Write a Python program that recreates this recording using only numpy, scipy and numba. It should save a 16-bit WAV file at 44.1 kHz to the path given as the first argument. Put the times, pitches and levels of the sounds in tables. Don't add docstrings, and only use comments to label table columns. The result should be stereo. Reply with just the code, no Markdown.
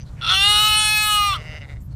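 import sys
import numpy as np
from scipy import signal
from scipy.fft import rfft, irfft
from scipy.io import wavfile
from scipy.ndimage import uniform_filter1d, map_coordinates
from numba import njit

SR = 44100
rng = np.random.default_rng(int(sys.argv[2]) if len(sys.argv) > 2 else 0)


def generate_wav(signal):
    frames = np.transpose(np.atleast_2d(signal))
    scaled = np.clip(frames, -1, 1) * 32767
    pcm = np.round(scaled).astype(np.int16)
    wavfile.write(sys.argv[1], SR, pcm)


def amplitude_ratio(level_db):
    exponent = np.asarray(level_db, float) / 20
    return 10 ** exponent


N = 85995
T = np.arange(N) / SR


def in_time(rows, outside=None):
    s, *columns = np.transpose(rows)
    return [np.interp(T, s, c, outside, outside) for c in columns]


def rms_one(x):
    return x / np.sqrt(np.mean(x ** 2) + 1e-20)


def drift(rate):
    r = np.exp(-2 * np.pi * rate / SR)
    noise = rng.standard_normal(N + SR)
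    return rms_one(signal.lfilter([1], [1, -2 * r, r * r], noise)[SR:])


def later(x, ms):
    return map_coordinates(x, [np.arange(N) - ms * SR / 1000], order=3)


@njit
def ring(x, twice_cos, r):
    y = np.zeros(len(x))
    for i in range(2, len(x)):
        y[i] = (1 - r * r) / 2 * (x[i] - x[i - 2]) + r * twice_cos[i] * y[i - 1] - r * r * y[i - 2]
    return y


def resonance(x, hz, width_hz):
    twice_cos = 2 * np.cos(2 * np.pi * hz / SR) * np.ones(N)
    return ring(x + 1e-18, twice_cos, np.exp(-np.pi * width_hz / SR))


def pulses(rows, jitter, noise):
    rate, = in_time([row[:2] for row in rows])
    db, = in_time([row[::2] for row in rows], outside=-200)
    cycle = np.cumsum(rate * (1 + jitter * drift(60))) / SR % 1
    snaps = (np.diff(cycle, prepend=1) < 0) * np.sqrt(SR / rate)
    snaps = snaps * amplitude_ratio(10 * jitter * rng.standard_normal(N))
    puffs = rng.standard_normal(N) * 2 * np.exp(-3.0 * cycle)
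    return amplitude_ratio(db) * (snaps + noise * puffs)


# t/s, f/Hz, level/dB
PITCH_ARCH = [
    (.24, 300.9, -37),
    (.292, 345.4, -28),
    (.305, 365.4, -22.5),
    (.335, 378.8, -21),
    (.398, 391.6, -21.5),
    (.502, 414, -17.5),
    (.608, 422.8, -20),
    (.8, 426.6, -18.5),
    (1.094, 422.1, -23),
    (1.256, 406.5, -24),
]
# t/s, change of f/Hz, change of level/dB
CLOSING_FALL = [
    (1.256, 1, -0.5),
    (1.326, -20.5, -6.5),
    (1.345, -43.5, -11.5),
    (1.365, -86, -14),
    (1.378, -110, -29.5),
    (1.39, -130, -64),
]
# t/s, alternate-cycle share [0-1], roughness [ratio], brightness level/dB
FOLD_STATE = [(.28, 0.37, 0.44, -13.5), (.3, 0.7, 0.11, -13), (.34, 0.43, 0.082, -9.5),
              (.362, 0, 0.016, -4.5), (.455, 0.03, 0.012, -1.5), (.472, 0.01, 0.065, -5),
              (.49, 0.01, 0.022, -1.5), (.56, 0.13, 0.036, 0), (.68, 0.1, 0.064, 2), (.78, 0.03, 0.041, -1),
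              (.87, 0.04, 0.025, 1.5), (.92, 0.01, 0.015, 2.5), (1.14, 0.01, 0.011, 3.5),
              (1.17, 0.09, 0.045, 1), (1.21, 0.03, 0.018, -1), (1.325, 0.01, 0.022, -3),
              (1.35, 0.22, 0.24, -5.5)]


def lamb_folds():
    (hz, db), (fall_hz, fall_db) = in_time(PITCH_ARCH), in_time(CLOSING_FALL)
    alternate, rough, bright_db = in_time(FOLD_STATE)
    wander = 1 + 0.0024 * drift(17) + 0.039 * rough * drift(120)
    phase = 2 * np.pi * np.cumsum(uniform_filter1d(hz + fall_hz, size=800) * wander) / SR
    late = .3 * np.minimum(alternate, .2) * np.sin(phase / 2)
    smear = rng.uniform(-np.pi, np.pi, size=46) * np.clip(np.arange(46) / 14, 0, 1)
    grain_db = 2.5 * drift(90)
    grain_share = np.clip(rough / .05, .3, 1.5)
    tone = np.zeros(N)
    for k in range(1, 46):
        mottle_db = 3 * drift(10)
        flutter_db = mottle_db + grain_share * np.roll(grain_db, 1900 * k)
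        upper_share = min(k / 16, 1) ** 2
        tone += amplitude_ratio(upper_share * flutter_db) * np.cos(k * (phase + late) + smear[k])
    tone = tone / np.sqrt(52 / 2)
    subharmonic = 1.15 * alternate * (1 + 0.043 * drift(8.9)) * np.cos(phase / 2)
    tone = tone * (1 + subharmonic + rough * drift(170))
    hiss = signal.lfilter([1.5, -1.0], [1], rng.standard_normal(N))
    breath = rough * hiss * (1 + .5 * np.cos(phase))
    gain = amplitude_ratio(db + fall_db) * np.clip((T - .225) / 0.013, 0, 1) * (T < 1.4)
    hum = amplitude_ratio(-26.5 - 30 * np.clip(T - .5, 0, 1)) * gain * np.sin(phase)
    return gain * (tone + breath), bright_db, hum


# t/s, pulse rate f/Hz, level/dB
CREAK = [(.208, 100, -48.5), (.22, 124, -39.5), (.23, 132, -38), (.25, 147, -37), (.28, 176, -35.5),
         (.3, 240, -25), (.33, 185, -50.5)]


def lamb_creak():
    return pulses(CREAK, jitter=0.06, noise=1)


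# t/s, first f/Hz, second f/Hz, third f/Hz
MOUTH = [(.2, 1340, 2760, 3440), (.3, 1353, 2690, 3404), (0.34, 1360, 2890, 3340), (.48, 1390, 2853, 3564),
         (0.659, 1366, 2830, 3820), (0.821, 1470, 2790, 3503), (0.959, 1529, 2570, 3551),
         (1.151, 1340, 2850, 3570), (1.271, 1173, 2710, 3460), (1.334, 1230, 2700, 3430),
         (1.357, 1244, 3220, 3480), (1.379, 1120, 2860, 3300)]
# t/s, gain of first, second and third resonance level/dB
HEAD = [(.22, 4, -5, 8), (.29, -1, -8.5, 8), (.32, 4.5, -15.5, 8.5), (.355, -3.5, 0.5, 5.5),
        (.42, 2, -0.5, 6), (.5, 0.5, -5.5, 2), (.72, 0.5, 1, -3), (.96, 1.5, -2, -1), (1.1, 8, 1.5, 2.5),
        (1.25, -0.5, -5.5, -8), (1.312, 3.5, -12.5, 2.5), (1.341, 11, 0, 7), (1.369, 9, -12, -15)]
# width f/Hz, level/dB, left-right pan level/dB, left lead t/ms
MOUTH_PORTS = [
    (122, 9, 4, 0.18),
    (216, 8.5, 11, 0.31),
    (280, 0.5, 6, 0.25),
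]
# t/s, f/Hz, level/dB
NOSE = [(.25, 2010, -12.5), (.45, 2050, -6.5), (.7, 2120, -19.5), (.95, 2123, -18.5), (1.15, 2260, -11),
        (1.28, 2280, 0.5), (1.36, 2140, -9)]
# f/Hz, width f/Hz, level/dB, left-right pan level/dB, left lead t/ms
FIXED = [(830, 160, -8, 3, .15), (4150, 350, -2, 2, .19), (5600, 500, -12, 0, .2), (6900, 900, -20, 2, .16),
         (8400, 600, -10, 4, .235), (10000, 800, -14, 5, .2), (11900, 900, -30, 2, .2),
         (14000, 1400, -24, -1, .2), (15500, 900, -24, -1, .17)]


def lamb_mouth(folds, bright_db):
    rows = []
    for hz, turn_db, (width_hz, db, *ports) in zip(in_time(MOUTH), in_time(HEAD), MOUTH_PORTS):
        rows.append((hz, width_hz, db + turn_db, *ports))
    nose_hz, nose_db = in_time(NOSE)
    rows.append((nose_hz, 460, nose_db, 3.5, 0.087))
    rows = sorted(rows + list(FIXED), key=lambda row: np.mean(row[0]))
    out = np.zeros((2, N))
    for k, (hz, width_hz, db, pan_db, lead_ms) in enumerate(rows):
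        steep, beamed, treble, top = k > 0, k > 5, k > 6, k > 10
        opening_db = 3 + 7 * (T - 0.56)
        level_db = db + 12 + treble * bright_db + top * opening_db
        part = (-1) ** k * amplitude_ratio(level_db) * resonance(folds, hz, width_hz)
        if steep:
            part = 1.294 * resonance(part, hz, 2 * width_hz)
        left_db = pan_db / 2 + beamed * 1.5 * drift(1)
        right_db = -pan_db / 2 + beamed * 1.5 * drift(2.7)
        lag_ms = lead_ms + beamed * .02 * drift(8.4)
        out += [amplitude_ratio(left_db) * part, amplitude_ratio(right_db) * later(part, lag_ms)]
    return signal.sosfilt(signal.butter(4, 650, "high", fs=SR, output="sos"), out)


# t/s, delay t/ms
GROUND = [(.2, 2.96), (.6, 2.393), (1.0, 2.5), (1.4, 2.47)]


def ground_echo(voice):
    lag_ms, = in_time(GROUND)
    return amplitude_ratio(-15) * np.array([later(voice[0], lag_ms), later(voice[1], lag_ms + 0.082)])


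def yard_echo(voice):
    t = T[:SR // 2]
    tail = rng.standard_normal((2, SR // 2)) * amplitude_ratio(-60 * t / 0.16) * (t > .008)
    wet = signal.fftconvolve(voice, amplitude_ratio(-36) * tail, axes=1)[:, :N]
    return signal.lfilter([.4], [1, -.6], wet)


def lamb():
    folds, bright_db, hum = lamb_folds()
    voice = lamb_mouth(folds + lamb_creak(), bright_db) + hum
    return voice + ground_echo(voice) + yard_echo(voice)


def far_call(rows, throat, noise, shuts_s):
    folds = pulses(rows, jitter=0.018, noise=noise)
    shut_db = -14 * np.clip((T - shuts_s) / 0.028, 0, 1)
    call = np.zeros(N)
    for k, (hz, width_hz, db) in enumerate(throat):
        shut_share = (k == 3 or k > 4) - 0.38 * (k == 4)
        part = resonance(resonance(folds, hz, width_hz), hz, 2 * width_hz)
        call += (-1) ** k * amplitude_ratio(db + 12.5 + shut_db * shut_share) * part
    return call


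# t/s, pulse rate f/Hz, level/dB
EWE = [(1.05, 165, -72), (1.18, 160, -50), (1.33, 152, -29), (1.4, 154, -31), (1.58, 153, -28),
       (1.62, 143, -29), (1.66, 135, -31.5), (1.7, 146, -31), (1.74, 140, -37.5), (1.772, 109, -40.5),
       (1.785, 470, -54.5), (1.83, 120, -63.5)]
# t/s, half width t/s, level/dB
EWE_GAPS = [
    (1.438, 0.01, -5),
    (1.6, 0.01, -15.5),
    (1.672, 0.014, -17),
    (1.752, 0.00845, -10),
]
# f/Hz, width f/Hz, level/dB
EWE_THROAT = [(594, 172, -13), (1414, 310, -20), (2050, 247, -4.5), (2823, 213, -3), (3690, 360, -17.5),
              (4900, 510, -19.5), (6140, 320, -29), (8500, 1200, -50)]
# t/s, pulse rate f/Hz, level/dB
LAST_CALL = [
    (0, 135, -58),
    (.025, 130, -62),
    (.045, 125, -79),
]
# f/Hz, width f/Hz, level/dB
LAST_THROAT = [(1200, 990, -8), (2800, 940, 8), (4730, 520, 10), (5980, 260, 12.5)]


def ewe():
    gaps_db = sum(db * np.exp(-((T - s) / half) ** 2) for s, half, db in EWE_GAPS)
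    call = amplitude_ratio(gaps_db) * far_call(EWE, EWE_THROAT, noise=.42, shuts_s=1.618)
    call = call + far_call(LAST_CALL, LAST_THROAT, noise=1.0, shuts_s=2)
    pan_db, lag_ms = 6, 0.14
    return np.array([amplitude_ratio(pan_db / 2) * call, amplitude_ratio(-pan_db / 2) * later(call, lag_ms)])


# t/s, length t/s, f/Hz, width f/Hz, level/dB
RUSTLES = [
    (0.078, 0.046, 3970, 890, -56.5),
    (0.222, 0.11, 1780, 1200, -46.5),
    (1.816, 0.027, 7500, 2000, -59.5),
    (1.841, 0.071, 12900, 4220, -61),
    (1.931, 0.046, 4280, 505, -63),
]


def rustles():
    out = np.zeros((2, N))
    for s, length, hz, width_hz, db in RUSTLES:
        swell = amplitude_ratio(db) * np.exp(-(2 * (T - s) / length) ** 4)
        for side, noise in enumerate(rng.standard_normal((2, N))):
            band = resonance(resonance(noise, hz, width_hz), hz, width_hz)
            out[side] += swell * rms_one(band)
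    return out


# f/Hz, likeness [0-1]
LIKENESS = [(30, .96), (150, .98), (400, .8), (1500, .5), (8000, .2)]


def coloured(points, patchy_db):
    log_hz = np.log(np.maximum(np.fft.rfftfreq(N, 1 / SR), 1))
    at, db = np.transpose(points)
    like_at, like = np.transpose(LIKENESS)
    alike = np.clip(np.interp(log_hz, np.log(like_at), like), 0, 1)
    mid, side = rfft(rng.standard_normal((2, N))) * amplitude_ratio(np.interp(log_hz, np.log(at), db))
    pair = irfft(np.sqrt(1 + alike) * mid + np.sqrt(1 - alike) * side * [[1], [-1]], N)
    return rms_one(pair * amplitude_ratio(patchy_db * drift(3.6)))


# f/Hz, level/dB
RUMBLE = [(12, -49.5), (20, -18.5), (64, 0), (97, -5), (125, -3), (150, -10.5), (182, -16.5), (304, -27),
          (400, -40.5), (520, -70.5), (880, -120)]


def rumble():
    return amplitude_ratio(-34) * coloured(RUMBLE, patchy_db=0.5)


# f/Hz, level/dB
AIR = [(240, -31), (400, -3.5), (1440, -12), (2250, -21), (2550, -22.5), (7970, -24), (16000, -39)]
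# t/s, level/dB
AIR_LEVEL = [(0, 6.5), (.2, 16), (1.4, 14), (1.6, 14), (1.75, 7), (1.83, 5.5), (1.93, 12), (1.95, -1)]


def air():
    air_db, = in_time(AIR_LEVEL)
    return amplitude_ratio(-66 + air_db) * coloured(AIR, patchy_db=4.0)


def scene():
    return lamb() + ewe() + rustles() + rumble() + air()


def band_limit(x):
    return signal.sosfilt(signal.butter(12, 16100, fs=SR, output="sos"), x)


def record(dry):
    top_cut = signal.cheby2(12, 60, 16100, fs=SR, output="sos")
    mix = signal.sosfilt(top_cut, np.clip(dry, -1, 1))
    return band_limit(mix)


dry = scene()
out = record(dry)
generate_wav(out)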